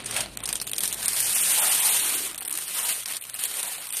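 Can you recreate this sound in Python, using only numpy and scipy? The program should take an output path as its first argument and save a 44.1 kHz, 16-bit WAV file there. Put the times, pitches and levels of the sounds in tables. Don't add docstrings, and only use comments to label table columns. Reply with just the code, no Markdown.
import sys
import numpy as np
from scipy import signal
from scipy.fft import rfft, irfft
from scipy.io import wavfile
from scipy.ndimage import uniform_filter1d, minimum_filter1d

SR = 44100
rng = np.random.default_rng(int(sys.argv[2]) if len(sys.argv) > 2 else 0)


def volts_from_decibels(level):
    exponent = np.asarray(level, float) / 20
    return 10 ** exponent


def store_pcm(level_fs):
    pcm = np.round(np.clip(level_fs, -1, 1) * 32767).astype(np.int16)
    wavfile.write(sys.argv[1], SR, np.atleast_2d(pcm).T)


N = 176400

# pitch_hz, density_db (per Hz)
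MACHINE_RUMBLE = [(25, -10), (300, -2.5), (700, -7.5), (1500, -25.5), (4000, -11), (9000, -45)]
# pitch_hz, width_hz, level_db
MOTOR_HUM = [
    (51.5, 1, -8.5),
    (114, 19, -6),
    (196.7, 18, -9.5),
]
# start_s, level_db
MACHINE_LEVEL = [
    (0.0, -53),
    (0.62, -57),
    (4.0, -73.5),
]
# start_s, level_db, slack_body_db
PULLS = [
    [(0, -44, 9), (.035, -54, 7), (.09, -36, 0.5), (.19, -31, 2), (.26, -49.5, 11.5), (.35, -49, -0.5)],
    [(.42, -47, 2), (.5, -51, 12), (.65, -43.5, -7), (.79, -43.5, -3), (.84, -26.5, -6), (.9, -37.5, -4),
     (.97, -39.5, 1), (1.04, -32, -3.5), ],
    [(1.2, -26.5, -7.5), (1.47, -24, -7.5), (1.7, -22, -5.5), (1.81, -24, -7), (1.9, -23, -6),
     (2.15, -27.5, -2), (2.27, -30, -3.5), (2.33, -45.5, 5)],
    [(2.44, -68, 17.5), (2.56, -34.5, -3), (2.62, -37, -2), (2.8, -26.5, -3.5), (2.83, -32, -2),
     (2.9, -25.5, -2), (2.94, -29, -7), (3.05, -42.5, -2.5)],
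    [(3.07, -40, 2), (3.165, -36.5, 1.5), (3.18, -43, 0)],
    [(3.2, -48.5, -2), (3.386, -43.5, 1), (3.393, -32, -3), (3.6, -32.5, -1), (3.626, -35, -5.5)],
    [(3.632, -38, 7.5), (3.67, -36.5, -1.5), (3.685, -31, -4), (3.82, -40, 3.5), (3.915, -39.5, -4),
     (3.935, -31, -9)],
]
# start_s, peak_db, t60_s
EARLY_RIPS = [(0.044, -20.5, 0.08), (0.1102, -9.5, 0.045), (0.164, -4, 0.1), (0.2054, -8, 0.13),
              (0.3723, -7.5, 0.0093), (0.4369, -12, 0.049), (0.4561, -10.5, 0.059), (0.4756, -10.5, 0.039),
              (0.5277, -5.5, 0.063), (0.555, -9.5, 0.057), (0.5651, -16, 0.048), (0.6, -12, 0.019),
              (0.6146, -7, 0.055), (0.6683, -14, 0.1), (0.715, -12, 0.021), (0.7333, -8.5, 0.025),
              (0.7628, -14, 0.075), (0.7816, -3.5, 0.029), (0.833, -17, 0.051), (0.8547, -9, 0.052),
              (0.8769, -10, 0.083), (0.9263, -10, 0.082), (1.0281, -11, 0.046), (1.058, -8.5, 0.037),
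              (1.1315, -8, 0.038), (1.167, -19, 0.035)]
# start_s, peak_db, t60_s
SMALL_RIPS = [(0.0593, -13, 0.13), (0.1038, -28, 0.014), (0.1424, -15, 0.033), (0.1776, -19, 0.099),
              (0.4895, -7, 0.029), (0.4943, -13.5, 0.12), (0.536, -29, 0.1), (0.675, -9.5, 0.018),
              (0.6854, -23, 0.03), (0.6952, -14, 0.015), (0.7436, -16, 0.02), (0.756, -24, 0.039),
              (0.7892, -12.5, 0.025), (0.8056, -9, 0.049), (0.814, -22, 0.021), (0.9434, -13, 0.019),
              (1.0811, -6.5, 0.068), (1.1953, -15, 0.039), (1.2034, -5.5, 0.043), (2.313, -22, 0.017),
              (2.3296, -24, 0.025), (2.3454, -17, 0.014), (2.357, -23, 0.04), (2.4584, -21, 0.018),
              (2.467, -25, 0.027), (2.4814, -14.5, 0.017), (2.5114, -16, 0.021), (2.9267, -21, 0.03)]
# start_s, peak_db, t60_s
LATE_RIPS = [(2.378, -16.5, 0.084), (2.4072, -19, 0.036), (2.4221, -17.5, 0.098), (2.4499, -14, 0.1),
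             (2.4956, -16, 0.035), (2.5067, -19, 0.014), (2.5263, -13, 0.032), (2.5526, -11.5, 0.052),
             (2.587, -11.5, 0.016), (3.058, -10.5, 0.038), (3.0844, -12, 0.025), (3.1125, -16, 0.035),
             (3.1223, -12.5, 0.044), (3.1354, -14, 0.032), (3.158, -18, 0.032), (3.167, -13, 0.048),
             (3.2118, -22, 0.027), (3.2224, -19.5, 0.061), (3.2974, -15.5, 0.02), (3.349, -15.5, 0.1),
             (3.3907, -17, 0.038), (3.4374, -9, 0.035), (3.5554, -27, 0.02), (3.5696, -12.5, 0.038),
             (3.6293, -9.5, 0.059), (3.679, -18.5, 0.032), (3.8697, -18, 0.045), (3.89, -21, 0.02),
             (3.925, -15.5, 0.028), (3.9687, -10.5, 0.045)]
# start_s, peak_db
FAINT_RIPS = [(0.835, -5.5), (0.9188, -20), (2.3867, -25), (2.412, -19), (2.4273, -18.5), (2.4776, -14),
              (2.539, -17), (2.5742, -12), (2.68, -16), (3.005, -20), (3.024, -23), (3.0338, -21.5),
              (3.078, -19), (3.103, -17.5), (3.1466, -18), (3.2387, -20), (3.2685, -27), (3.3044, -27),
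              (3.3355, -19.5), (3.342, -14), (3.3614, -19), (3.3918, -21), (3.4543, -12), (3.905, -14),
              (3.9492, -14)]
# pitch_hz, density_db (per Hz)
TAUT_FILM = [(900, -47), (1600, -25.5), (3000, -13), (5200, -12.5), (7500, -11.5), (9400, -8.5),
             (11500, -9.5), (15400, -8)]
# pitch_hz, density_db (per Hz)
SLACK_BODY = [(150, -7), (300, -6.5), (750, 2), (1500, 1), (3000, 0), (4600, -7), (6500, -51)]
# centre_s, length_s, pitch_hz, level_db
BOOMS = [
    (0.19, 0.12, 635, -42.5),
    (1.658, 0.18, 773, -38.5),
    (1.883, 0.08, 820, -41.5),
    (2.18, 0.29, 321, -47.5),
    (2.51, 0.14, 320, -55),
    (3.585, 0.053, 576, -48),
]
# start_s, treble_db
APPROACH = [
    (0, -19),
    (.8, -3.5),
    (1.5, -1),
]
# start_s, length_s
CHOPPED = [(.03, .025), (.095, .025), (.355, .125), (.525, .02), (.59, .015), (.655, .15), (.908, .025),
           (1.058, .022), (2.36, .145), (3.04, .025), (3.19, .045), (3.297, .065), (3.618, .022),
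           (3.873, .06)]
# start_s, length_s, low_hz, high_hz
LOST_BANDS = [(.612, .018, 3000, 3900), (.635, .028, 5100, 6900), (1.125, .035, 2900, 3900),
              (1.145, .015, 4800, 6500), (1.225, .04, 3200, 4300), (1.335, .04, 3200, 5200),
              (1.405, .033, 3300, 6300), (1.52, .025, 3500, 6000), (1.595, .055, 3700, 6800),
              (1.682, .032, 4100, 6800), (1.8, .022, 3500, 6800), (1.893, .035, 4400, 6300),
              (1.96, .13, 4700, 5300), (2.0, .035, 4600, 6500), (2.148, .018, 4500, 6700),
              (2.232, .045, 4600, 5700), (2.39, .115, 5900, 7600), (2.655, .025, 5800, 7800),
              (2.745, .02, 5800, 7000), (2.79, .022, 3400, 5000), (2.83, .025, 3600, 6700),
              (2.915, .025, 4500, 6700), (3.195, .04, 4500, 6500), (3.28, .018, 5400, 6500),
              (3.32, .042, 4500, 7600), (3.405, .02, 4500, 6700), (3.45, .03, 4500, 6600),
              (3.53, .02, 4500, 6400), (3.58, .02, 4300, 5000), (3.665, .03, 4500, 6500),
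              (3.77, .045, 4500, 6500), (3.895, .03, 3600, 7200), (3.935, .022, 3800, 7800)]


def rms_one(x):
    return x / np.sqrt(np.mean(x ** 2) + 1e-20)


def in_time(rows):
    s, *columns = np.transpose(rows)
    return [np.interp(np.arange(N) / SR, s, c) for c in columns]


def drift(rate_hz):
    r = np.exp(-40 * np.pi * rate_hz / SR)
    noise = rng.standard_normal(N // 20 + 2002)
    slow = signal.lfilter([1], [1, -2 * r, r * r], noise)[2000:]
    return np.interp(np.arange(N) / 20, np.arange(len(slow)), rms_one(slow))


def bank(x, spectrum, patchy_db, rate_hz):
    hz, db = np.transpose(spectrum)
    octave = np.log2(np.maximum(np.arange(N // 2 + 1) * SR / N, 1))
    fall_db = 30 * np.maximum(octave - np.log2(hz[-1]), 0)
    shape = volts_from_decibels(np.interp(octave, np.log2(hz), db, left=-90) - fall_db)
    whole = rfft(x) * shape / np.sqrt(np.mean(shape ** 2))
    out = 0
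    for centre in np.arange(np.log2(hz[0]), np.log2(SR / 2), .5):
        band = irfft(whole * np.maximum(1 - 2 * abs(octave - centre), 0), N)
        out = out + volts_from_decibels(patchy_db * drift(rate_hz)) * band
    return out


def resonate(x, hz, width_hz):
    r = np.exp(-np.pi * width_hz / SR)
    rise = np.array([1, 0, -1]) * (1 - r * r) / 2
    return signal.lfilter(rise, [1, -2 * r * np.cos(2 * np.pi * hz / SR), r * r], x)


def machines():
    hum = sum(volts_from_decibels(db) * rms_one(resonate(rng.standard_normal(N), hz, width))
              for hz, width, db in MOTOR_HUM)
    rumble = bank(rng.standard_normal(N), MACHINE_RUMBLE, 1.5, 1.26)
    return volts_from_decibels(in_time(MACHINE_LEVEL)[0] + 7.5) * (rumble + hum)


def slips(level_db):
    slips_per_s, spread_db, clump_db = 14000, 2.05, 1.47
    tears_per_s, tear_db, tear_t60_s = 74, -41.5, 0.01
    sizes = volts_from_decibels(spread_db * np.minimum(rng.exponential(1, N), 5)) * rng.choice([-1, 1], N)
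    clicks = rms_one(sizes * (rng.random(N) < slips_per_s / SR))
    tears = (rng.random(N) < tears_per_s / SR) * np.minimum(rng.exponential(1, N), 2.5)
    tears = signal.lfilter([1], [1, -volts_from_decibels(-60 / (tear_t60_s * SR))], tears)
    steady = volts_from_decibels(level_db + clump_db * drift(25))
    return clicks * (steady + volts_from_decibels(tear_db + 0.11 * (level_db + 38)) * tears)


def rips():
    gain_db, rise_s, crack_s, tail_share, faint_t60_s = -5.5, 0.0005, 0.0012, 0.98, 0.018
    out, t = np.zeros(N + SR), np.arange(SR // 8) / SR
    rows = list(EARLY_RIPS) + list(SMALL_RIPS) + list(LATE_RIPS)
    rows += [(s, db, faint_t60_s) for s, db in FAINT_RIPS]
    size = (len(rows), len(t))
    grains = rng.standard_normal(size) * rng.exponential(1, size) ** 0.25
    for (s, db, t60), grain in zip(rows, grains):
        tail = tail_share * volts_from_decibels(-60 * t / max(t60, .005))
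        burst = grain * (tail + np.exp(-t / crack_s)) * np.minimum(t / rise_s, 1)
        peak = 2.92 * np.std(burst[:SR // 300])
        start = int(s * SR)
        out[start:start + len(t)] += volts_from_decibels(db + gain_db) * burst / peak
    return out[:N]


def booms():
    t, out = np.arange(N) / SR, 0
    for centre_s, length_s, hz, db in BOOMS:
        width_hz = 0.33 * hz
        tone = resonate(resonate(rng.standard_normal(N), hz, width_hz), hz, width_hz)
        out = out + volts_from_decibels(db) * rms_one(tone) * np.exp(-(2 * (t - centre_s) / length_s) ** 4)
    return out


def shop(x):
    t60_s, level_db = 0.033, -17
    t = np.arange(SR // 2) / SR
    tail = rng.standard_normal(len(t)) * volts_from_decibels(-60 * t / t60_s) * (t > .006)
    tail = signal.lfilter([1], [1, -.3], tail)
    return volts_from_decibels(level_db) * signal.fftconvolve(x, tail / np.sqrt(np.sum(tail ** 2)))[:N]


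def below(x, hz, rest_db):
    return irfft(rfft(x) * np.where(np.arange(N // 2 + 1) * SR / N < hz, 1, volts_from_decibels(rest_db)), N)


def approach(x):
    low = signal.filtfilt(*signal.butter(2, 11000, fs=SR), x)
    return low + volts_from_decibels(in_time(APPROACH)[0]) * (x - low)


def microphone_port(x):
    return x + volts_from_decibels(4.0) * resonate(x, 9050, 900)


def round_peaks(x):
    limit = .45
    gain = np.minimum(1, limit / (1e-9 - minimum_filter1d(-abs(x), size=45)))
    return x * uniform_filter1d(gain, size=45)


def weak_bands_cut_db(hz, z, chopped, luck):
    power = uniform_filter1d(uniform_filter1d(abs(z) ** 2, size=5, axis=0), size=3, axis=1)
    db = 10 * np.log10(power + 1e-18)
    loudest_db = -minimum_filter1d(-db.max(axis=0), size=17)
    spared_db = 6 * ((hz > 8160) | (hz < 4320))
    margin_db = db - loudest_db + 14.5 + spared_db + 6 * luck
    return -32 * chopped * (hz > 2700) * np.clip(.5 - margin_db / 2, 0, 1)


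def lost_bands_cut_db(hz, t, chopped, luck):
    lost_share, stray_share, ragged_s = .84, .1, .004
    rows, frames = np.arange(len(hz)), np.arange(len(t))
    share = stray_share * (hz > 2700) * (hz < 8160) + 0 * t
    for s, length_s, low_hz, high_hz in LOST_BANDS:
        late = ragged_s * rng.standard_normal((len(rows), 2))[rows // 2]
        when = (t > s + late[:, :1]) & (t < s + length_s + late[:, 1:])
        where = (hz > low_hz) & (hz < high_hz)
        share = np.maximum(share, (lost_share + chopped) * (when * where))
    draw = rng.random((len(rows), len(t)))[rows // 2][:, (frames + 4) // 16]
    return -32 * np.clip((share - draw) * 10, 0, 1) * (1 - chopped * (luck > 1.3))


def thin_out(x, hiss_top_hz):
    hz, t, z = signal.stft(x, SR, nperseg=256, noverlap=192)
    rows, frames, hz = np.arange(len(hz)), np.arange(len(t)), hz[:, None]
    chopped = sum(np.clip(np.minimum(t - s, s + length_s - t) / .002 + .5, 0, 1)
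                  for s, length_s in CHOPPED)
    luck = rng.standard_normal((len(rows), len(t)))[rows // 4][:, frames // 4]
    cut_db = weak_bands_cut_db(hz, z, chopped, luck) + lost_bands_cut_db(hz, t, chopped, luck)
    cut_db = cut_db - 40 * (hz > hiss_top_hz + 200) * (1 - np.minimum(chopped, 1))
    return signal.istft(z * volts_from_decibels(cut_db), SR, nperseg=256, noverlap=192)[1][:N]


HISS_TOP_HZ = 14060


def scene():
    level_db, body_db = in_time(np.concatenate(PULLS))
    peel, torn = slips(level_db), rips()
    near = bank(torn, TAUT_FILM, -3, 40.0)
    hiss = bank(peel, TAUT_FILM, 0.44, 7.3)
    drive = volts_from_decibels(-9 + body_db) * peel + volts_from_decibels(-18.5) * torn
    film = hiss + bank(drive, SLACK_BODY, 2.8, 17.0)
    far = film + shop(film + near) + booms() + machines()
    both = below(far, HISS_TOP_HZ, -90) + below(near, HISS_TOP_HZ, -15)
    return approach(both)[None]


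def roll_off(x):
    return signal.sosfilt(signal.butter(12, 15400, fs=SR, output="sos"), x)


def record(dry):
    heard = round_peaks(microphone_port(dry[0]))
    mix = thin_out(heard, HISS_TOP_HZ)[None]
    return roll_off(mix)


dry = scene()
out = record(dry)
store_pcm(out)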